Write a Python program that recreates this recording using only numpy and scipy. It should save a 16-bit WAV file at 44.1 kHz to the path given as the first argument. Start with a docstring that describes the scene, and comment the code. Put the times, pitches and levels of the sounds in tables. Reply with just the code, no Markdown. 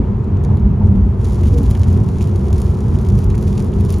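"""Tyres rumble through the cabin of a car crossing a bridge in the rain. They slap over joints in the
deck, and bumps make the cabin boom. Rain ticks on the windscreen, each drop ringing the glass briefly:
a few stray drops in the lee of a tower, then a dense patter from 1.2 s on, with dull taps on the roof.
The wipers sweep up and back once; their rubber moans, then sticks and slips with a groan."""
import sys
import numpy as np
from scipy import signal
from scipy.fft import rfft, irfft
from scipy.io import wavfile
from scipy.ndimage import uniform_filter1d, minimum_filter1d

SR = 44100
rng = np.random.default_rng(int(sys.argv[2]) if len(sys.argv) > 2 else 0)


def put_to_file(sound):
    """Save the sound as 16-bit audio at rate SR, in the file named by the first command-line argument."""
    columns = np.atleast_2d(sound).T  # one column per channel
    safe = np.clip(columns, -1, 1)
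    whole_steps = np.round(safe * 32767)
    wavfile.write(sys.argv[1], SR, whole_steps.astype(np.int16))


N = 176400
T = np.arange(N) / SR

# the rumble as the deck changes: t/s, bass level/dB, relative cabin boom level/dB
RUMBLE_LEVELS = [(0, -11.5, -11), (0.05, -22, -22), (0.13, -14.5, -20), (0.23, -22, -21.5),
                 (0.42, -14.5, -19.5), (0.53, -17.5, -16), (0.59, -21, -18.5), (0.65, -11, -19),
                 (0.72, -17, -15.5), (0.78, -21.5, -21), (0.85, -12, -16.5), (0.99, -13.5, -17),
                 (1.12, -18, -21.5), (1.34, -15.5, -21.5), (1.55, -12.5, -19), (1.68, -18.5, -19),
                 (1.79, -10.5, -21.5), (1.9, -16, -16), (2.05, -16.5, -16.5), (2.12, -19.5, -20),
                 (2.27, -17.5, -19.5), (2.37, -16.5, -21.5), (2.69, -15, -21.5), (2.8, -17, -21),
                 (2.95, -17, -16.5), (3.05, -18, -21.5), (3.16, -9, -15.5), (3.23, -22.5, -20.5),
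                 (3.3, -11, -17), (3.41, -22, -19), (3.48, -14, -20.5), (3.62, -22.5, -19),
                 (3.72, -20, -22), (3.8, -14.5, -16.5), (3.86, -18.5, -19), (3.95, -15, -22.5),
                 (4.0, -21, -18.5)]
# the roar of the tyres: t/s, tread drone level/dB, relative wet rush level/dB
ROAR_LEVELS = [(0.02, -31, -38), (0.19, -32.5, -41.5), (0.46, -30.5, -38.5), (0.76, -33, -40.5),
               (0.84, -30.5, -39), (0.95, -32.5, -40), (1.08, -33, -41), (1.46, -28, -39), (1.83, -35, -39),
               (2.0, -26, -38.5), (2.04, -32.5, -41), (2.42, -27.5, -39.5), (2.69, -30.5, -40),
               (3.88, -27.5, -40), (4.0, -32, -40.5)]
# the tread blocks singing near 1 kHz: t/s, level/dB
SING_LEVELS = [(0, -51), (1.15, -53.5), (1.3, -51), (1.6, -54.5), (2.4, -47.5), (3.0, -44.5), (4, -51.5)]
# tone of the car body's deep rumble: f/Hz, relative level/dB
BASS_TONE = [(15, -32.5), (26, -34.5), (34, -14.5), (44, -7.5), (54, -4), (63, 0.5), (75, -4), (88, -1),
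             (105, -3), (125, -15.5), (170, -44)]
# tone of the cabin's boom: f/Hz, relative level/dB
BOOM_TONE = [(85, -9.5), (120, 1), (145, 0), (175, -6), (195, -2), (215, -3), (245, -12), (300, -17.5),
             (400, -46.5)]
# tone of the tread's drone: f/Hz, relative level/dB
TREAD_TONE = [(250, -24), (315, -11), (355, 1.5), (400, -1), (435, -6), (465, -8.5), (510, -15.5),
              (700, -41.5)]
# tone of the rush on the wet road: f/Hz, relative level/dB
RUSH_TONE = [(250, -11), (520, 1.5), (620, 0.5), (780, -1), (980, -1), (1170, -6.5), (1350, -9.5),
             (1580, -14.5), (2200, -19), (3200, -26), (5000, -35), (9500, -37.5), (11500, -49),
             (16000, -52)]
# tone of the singing tread blocks: f/Hz, relative level/dB
SING_TONE = [(650, -16), (850, 1), (980, -1.5), (1150, -7), (1370, -7.5), (1600, -27)]
# drones of the cabin and of the air inside the tyres: f/Hz, width/Hz, average level/dB
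DRONES = [(85.57, 2.95, -23), (197.7, 6, -30.5)]
# how wide the cabin noise sounds: f/Hz, side minus middle level/dB
STEREO_WIDTH = [(35, -27), (85, -22.5), (170, -17.5), (270, -8.5), (400, -9), (520, -4), (750, -5),
                (1100, -2.5), (1500, -7), (2100, -21), (5000, -12.5)]
# which way the cabin noise leans: f/Hz, left minus right level/dB
STEREO_BALANCE = [(40, 0.5), (90, -0.5), (170, -1), (350, 1.7), (700, -0.1), (1200, 1.2), (2000, 0.5)]
# strength of the patter on the windscreen: t/s, level/dB
PATTER_LEVELS = [(0, -76), (.28, -66), (.35, -78.5), (.55, -62), (.66, -73.5), (.8, -74.5), (.87, -58.5),
                 (.93, -63), (1.175, -65), (1.195, -56.5), (1.215, -50.5), (1.25, -44), (1.38, -50.5),
                 (1.44, -45.5), (1.62, -48.5), (1.8, -51.5), (1.93, -48.5), (2.02, -54), (2.14, -52),
                 (2.23, -45.5), (2.31, -52), (2.43, -52.5), (2.6, -47.5), (2.69, -50.5), (2.78, -51),
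                 (2.9, -51), (3.1, -53.5), (3.24, -48.5), (3.275, -60.5), (3.33, -53.5), (3.49, -48),
                 (3.54, -48), (3.62, -50), (3.7, -52), (3.86, -50), (3.92, -43.5), (4, -51)]
# tone of the patter: f/Hz, relative level/dB
PATTER_TONE = [(500, -15), (1300, -11), (2100, 0.5), (3200, 1.5), (5500, 0), (7000, 0.5), (8300, 3),
               (10000, -2), (11500, -12), (15500, -12)]
# big drops on the glass, all levels relative: t/s, peak/dB, body at 2-3 kHz/dB, top from 12 kHz/dB
HEAVY_DROPS = [(0.2438, -48, -9, -24), (0.371, -42.5, -6, -34), (0.439, -35.5, -15, -21),
               (0.4492, -32.5, -13, -29.5), (0.5715, -38.5, -8, -21), (0.597, -45.5, -11.5, -28),
               (0.957, -40, -6, -18), (1.065, -47, -3, -12), (1.214, -42.5, -12, -23),
               (1.246, -31, -19, -30), (1.2864, -38, -15, -20), (1.3326, -33, -16, -17),
               (1.3575, -36, -15, -25), (1.4384, -35.5, -8, -15), (1.4594, -37, -11, -19),
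               (1.4834, -32.5, -9, -19.5), (1.5855, -26.5, -14, -15), (1.633, -30, -16, -11),
               (1.7044, -29, -14, -13), (1.711, -22.5, -11, -13), (1.7515, -28, -3, -18.5),
               (1.7752, -35, -15, -17), (1.7955, -32.5, -21, -22), (1.834, -28.5, -12, -36),
               (1.8414, -34, -9, -26), (1.884, -30, -14, -26), (1.9287, -32.5, -22, -23),
               (2.0885, -33, -11.5, -25), (2.1859, -34, -18, -24), (2.2097, -33, 1, -25),
               (2.2258, -29, -15, -19), (2.2742, -35, -13, -20), (2.3595, -31.5, -13, -20),
               (2.529, -26, -15, -22), (2.581, -31.5, -22, -19), (2.6032, -32, -19, -17),
               (2.618, -25, -16, -17), (2.6449, -38, -16, -12), (2.703, -40, -14, -13),
               (2.806, -35, -18, -26), (2.9557, -35.5, -10, -30), (2.9879, -32, -13, -24),
               (3.0142, -35, -12, -17), (3.051, -35, -13, -18), (3.067, -37, -11, -23),
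               (3.088, -28.5, -19, -21), (3.102, -32.5, -18, -29), (3.1547, -34.5, -17, -21),
               (3.172, -38, -16, -19), (3.19, -28, -16, -19), (3.2427, -31, -22, -15),
               (3.302, -31.5, -10, -22), (3.3545, -30.5, -16, -23), (3.3798, -29, -17, -22),
               (3.4134, -38, -19, -14), (3.4258, -30, -14, -15), (3.48, -30.5, -10, -19),
               (3.5793, -26.5, -16, -29.5), (3.602, -29, -13, -26), (3.6246, -32, -19, -20),
               (3.6455, -33, -15, -17), (3.666, -38, -18, -20), (3.8086, -30, -10, -17.5),
               (3.85, -30, -19, -19), (3.9041, -22.5, -21, -17), (3.925, -25.5, -32, -12.5),
               (3.9414, -28, -11, -23.5), (3.985, -30.5, -19, -14)]
# the tyres hit joints in the deck: t/s, level/dB
DECK_JOINTS = [(.487, -31.5), (0.809, -31), (1.98, -35)]
# tone of their slap: f/Hz, relative level/dB
SLAP_TONE = [(200, 1.5), (500, -0.5), (900, 3), (1200, -14), (1800, -28.5), (4000, -52)]
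# bumps that make the cabin boom: middle t/s, half length/s, f/Hz, level/dB
BUMPS = [(0.54, 0.037, 86.7, -9.5), (0.656, 0.029, 55, -11), (0.647, 0.022, 97, -16.5),
         (0.672, .04, 200, -15), (0.864, 0.039, 200, -17.5), (0.878, 0.066, 94.33, -14),
         (.92, 0.053, 63, -18), (0.974, 0.11, 193, -19), (1.038, 0.034, 59, -11.5), (1.47, 0.05, 78.3, -18),
         (1.575, 0.04, 87, -14.5), (1.692, 0.031, 63.4, -9), (1.89, 0.034, 90.2, -14.5),
         (2.01, 0.019, 103, -10.5), (2.542, 0.028, 84.96, -11), (3.3, 0.034, 52, -13),
         (3.858, .03, 125.2, -16.5), (3.947, 0.021, 85.5, -14)]
# moans of the wiper rubber: middle t/s, half length/s, f/Hz, level/dB
WIPER_MOANS = [(0.893, 0.074, 296, -32), (0.978, 0.053, 457, -36.5), (1.461, 0.037, 227, -20),
               (1.592, 0.1, 264, -25.5)]
# drops on the roof and trim: t/s, f/Hz, level/dB
ROOF_TAPS = [(1.433, 2200, -43.5), (1.752, 2000, -41), (1.834, 3200, -50), (1.861, 1250, -38),
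             (1.965, 1850, -45), (2.211, 2200, -48), (2.505, 830, -29.5), (3.305, 3300, -44),
             (3.342, 1850, -41.5), (3.729, 2900, -45.5)]
# the deepest bass is weakened: f/Hz, gain/dB
BASS_CUT = [(15, -25), (25, -4), (36, 0.5)]
# how far the left channel's treble runs ahead of the right's: f/Hz, phase/rad
TREBLE_PHASE = [(2200, 0.0), (3200, 0.55), (4000, 0.47), (5300, 0.0), (6600, 0.08), (7300, 1.24),
                (7850, 2.87), (8300, 3.13), (8700, 2.85), (9300, 1.39), (10300, 0.77), (11200, 0.07),
                (13000, -0.19), (15800, -2.3)]


def from_db(db):
    """Turn decibels into a gain."""
    return 10 ** (np.asarray(db) / 20)


def rms_one(x):
    """Scale a sound so that its average strength (rms) is 1."""
    return x / np.sqrt(np.mean(x ** 2) + 1e-20)


def in_time(rows):
    """Draw each column of a table as a line through every sample."""
    times, *columns = np.transpose(rows)
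    return [np.interp(T, times, column) for column in columns]


def at_bins(points, size=N):
    """Read a table at every frequency of a spectrum, joining its points on a log scale."""
    hz, value = np.transpose(points)
    bin_hz = np.arange(size // 2 + 1) * SR / size
    return np.interp(np.log(bin_hz + 1e-9), np.log(hz), value)


def colour(x, tone):
    """Filter a sound by a table of f/Hz, gain/dB."""
    size = x.shape[-1]
    return irfft(rfft(x) * from_db(at_bins(tone, size)), size)


def evened(x, window_s=0.081, share=0.64):
    """Partly even out slow swings in level, then scale to rms 1."""
    power = np.mean(np.atleast_2d(x) ** 2, axis=0)
    slow_power = uniform_filter1d(power, int(window_s * SR))
    return rms_one(x / slow_power ** (share / 2))


def swell(middle_s, half_s):
    """A bell-shaped rise and fall."""
    return np.exp(-((T - middle_s) / half_s) ** 2)


def wobble(step_s):
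    """A random line that reaches a new value every step."""
    return np.interp(T / step_s, np.arange(N), rng.standard_normal(N))


def sine(hz):
    """A pure tone of rms 1 on a steady or moving pitch."""
    cycles = np.cumsum(hz * np.ones(N)) / SR
    return np.sqrt(2) * np.sin(2 * np.pi * (cycles + rng.random()))


def resonance(hz, width_hz):
    """Noise that rings around one pitch, at rms 1."""
    distance = (np.arange(N // 2 + 1) * SR / N - hz) / width_hz
    return rms_one(irfft(rfft(rng.standard_normal(N)) / (1 + distance ** 4), N))


def cabin_noise(tone, fall_db_per_octave=24):
    """Stereo noise from all around, at rms 1, dying away above the tone table's last point."""
    last_hz, last_db = tone[-1]
    ten_octaves_up = (last_hz * 2 ** 10, last_db - 10 * fall_db_per_octave)
    middle, side = colour(rng.standard_normal((2, N)), list(tone) + [ten_octaves_up])
    left_right = np.array([[1], [-1]])
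    spectra = rfft(middle) + rfft(side) * from_db(at_bins(STEREO_WIDTH)) * left_right
    balance = from_db(at_bins(STEREO_BALANCE) * left_right / 2)
    return evened(irfft(spectra * balance, N))


def road_noise(drone_share=0.8):
    """Tyres on the wet deck shake the body and cabin, while their tread drones and sings."""
    bass_db, boom_db = in_time(RUMBLE_LEVELS)
    tread_db, rush_db = in_time(ROAR_LEVELS)
    sing_db, = in_time(SING_LEVELS)
    bass = from_db(bass_db) * cabin_noise(BASS_TONE)
    boom = from_db(boom_db + 0.5) * cabin_noise(BOOM_TONE)
    tread = from_db(tread_db) * cabin_noise(TREAD_TONE)
    rush = from_db(rush_db + 2) * cabin_noise(RUSH_TONE)
    sing = from_db(sing_db) * cabin_noise(SING_TONE)
    shake_db = drone_share * (boom_db - boom_db.mean())   # the drones rise and fall with the boom
    drones = sum(from_db(db + shake_db) * evened(resonance(hz, width)) for hz, width, db in DRONES)
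    return bass + boom + tread + rush + sing + drones


def glass_tick(ring_db, decay_s=0.0045, size=1024):
    """One drop on glass: a sharp click and a short ring, different at every spot."""
    age = np.arange(size)
    click = age == 0
    ring = rng.standard_normal(size) * np.exp(-age / SR / decay_s)
    return click + from_db(ring_db) * ring / np.sqrt(np.sum(ring ** 2))


def rain_patter(drops_per_s=750, spots=12, spray_db=-11.5, flurry_db=1.06):
    """Drops of random size land in brief flurries on spots of the windscreen, over fine spray."""
    size_db = np.minimum(3.5 * rng.exponential(1, N), 13.5)   # many small drops, few large ones
    hits = from_db(size_db) * (rng.random(N) < drops_per_s / SR)
    spot = rng.integers(0, spots, N)
    ticks = np.zeros(N)
    for k in range(spots):
        ticks += (-1) ** k * signal.fftconvolve(hits * (spot == k), glass_tick(ring_db=-3))[:N]
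    spray = from_db(spray_db) * rng.standard_normal(N)
    rain = colour(rms_one(ticks) + spray, PATTER_TONE)
    rain_db, = in_time(PATTER_LEVELS)
    return from_db(rain_db + flurry_db * wobble(step_s=0.014)) * rms_one(rain)


def heavy_drops(peak_lift_db=9, body_lift_db=12.5, top_lift_db=9.5):
    """Big drops hit the glass and stand out from the patter, some dull and some bright."""
    out = np.zeros(N + SR)
    margin = 256   # silent samples on each side give the filter room
    for s, peak_db, body_db, top_db in HEAVY_DROPS:
        body, top = body_db + body_lift_db, top_db + top_lift_db
        tone = [(500, -23.5), (1800, body), (3200, body), (5000, -2.5), (7000, -0.5),
                (10000, 5 + 0.48 * top), (12000, top)]
        hit = colour(np.pad(glass_tick(ring_db=-1.5), margin), tone)
        start = int(s * SR) - margin
        out[start:start + len(hit)] += from_db(peak_db + peak_lift_db) * hit / np.abs(hit).max()
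    return out[:N]


def joint_slaps(rise_s=0.0021, decay_s=0.05):
    """The tyres give a short, dull slap at each joint in the deck."""
    level = np.zeros(N)
    for s, db in DECK_JOINTS:
        rise = np.clip((T - s) / rise_s, 0, 1)
        level += from_db(db) * rise * np.exp(-np.abs(T - s) / decay_s)
    return level * cabin_noise(SLAP_TONE)


def bump_booms():
    """Each bump makes one low note of the cabin swell and fade."""
    return sum(from_db(db) * swell(s, half_s) * sine(hz) for s, half_s, hz, db in BUMPS)


def wipers(groan_s=1.575, groan_hz=470, sag_hz_per_s=220, groan_db=-29.5, slip_s=0.009):
    """The rubber moans where the blade moves fastest; on the way back it sticks, slips and groans."""
    moans = sum(from_db(db) * swell(s, half_s) * evened(resonance(hz, width_hz=29))
                for s, half_s, hz, db in WIPER_MOANS)
    sagging_hz = groan_hz - sag_hz_per_s * (T - groan_s)
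    # the changing grip shakes both pitch and level
    pitch_hz = sagging_hz * (1 + 0.016 * wobble(slip_s))
    level = from_db(groan_db + 2 * wobble(slip_s)) * swell(groan_s, half_s=0.057)
    return moans + level * sine(pitch_hz)


def roof_taps(decay_s=0.0086):
    """Drops on the padded roof give a short, dull knock."""
    out = np.zeros(N)
    for s, hz, db in ROOF_TAPS:
        decay = (T >= s) * np.exp(-np.abs(T - s) / decay_s)
        out += from_db(db) * decay * resonance(hz, width_hz=0.35 * hz)
    return out


def scene():
    """The road is all around; glass, bumps, wipers and roof are in the middle."""
    return (road_noise() + rain_patter() + heavy_drops() + joint_slaps()
            + bump_booms() + wipers() + roof_taps())


def record(dry, fade_s=0.004, ceiling=0.92, cutoff_hz=15800):
    """The deepest bass is thinned, and the recorder's stereo processing shifts the treble's phase between left
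    and right. Peaks are held down and the highest treble is cut."""
    to_edge_s = np.minimum(T, T[::-1])
    fade = np.sin(np.pi / 2 * np.minimum(1, to_edge_s / fade_s)) ** 2
    phase_shift = np.exp(0.5j * at_bins(TREBLE_PHASE) * [[1], [-1]])
    x = irfft(rfft(colour(dry, BASS_CUT) * fade) * phase_shift, N)
    safe_gain = np.minimum(1, ceiling / (np.abs(x).max(axis=0) + 1e-9))
    smooth_gain = uniform_filter1d(minimum_filter1d(safe_gain, size=600), size=600)
    low_pass = signal.ellip(12, 0.1, 90, cutoff_hz, fs=SR, output="sos")
    return signal.sosfilt(low_pass, x * smooth_gain)


dry = scene()
out = record(dry)
put_to_file(out)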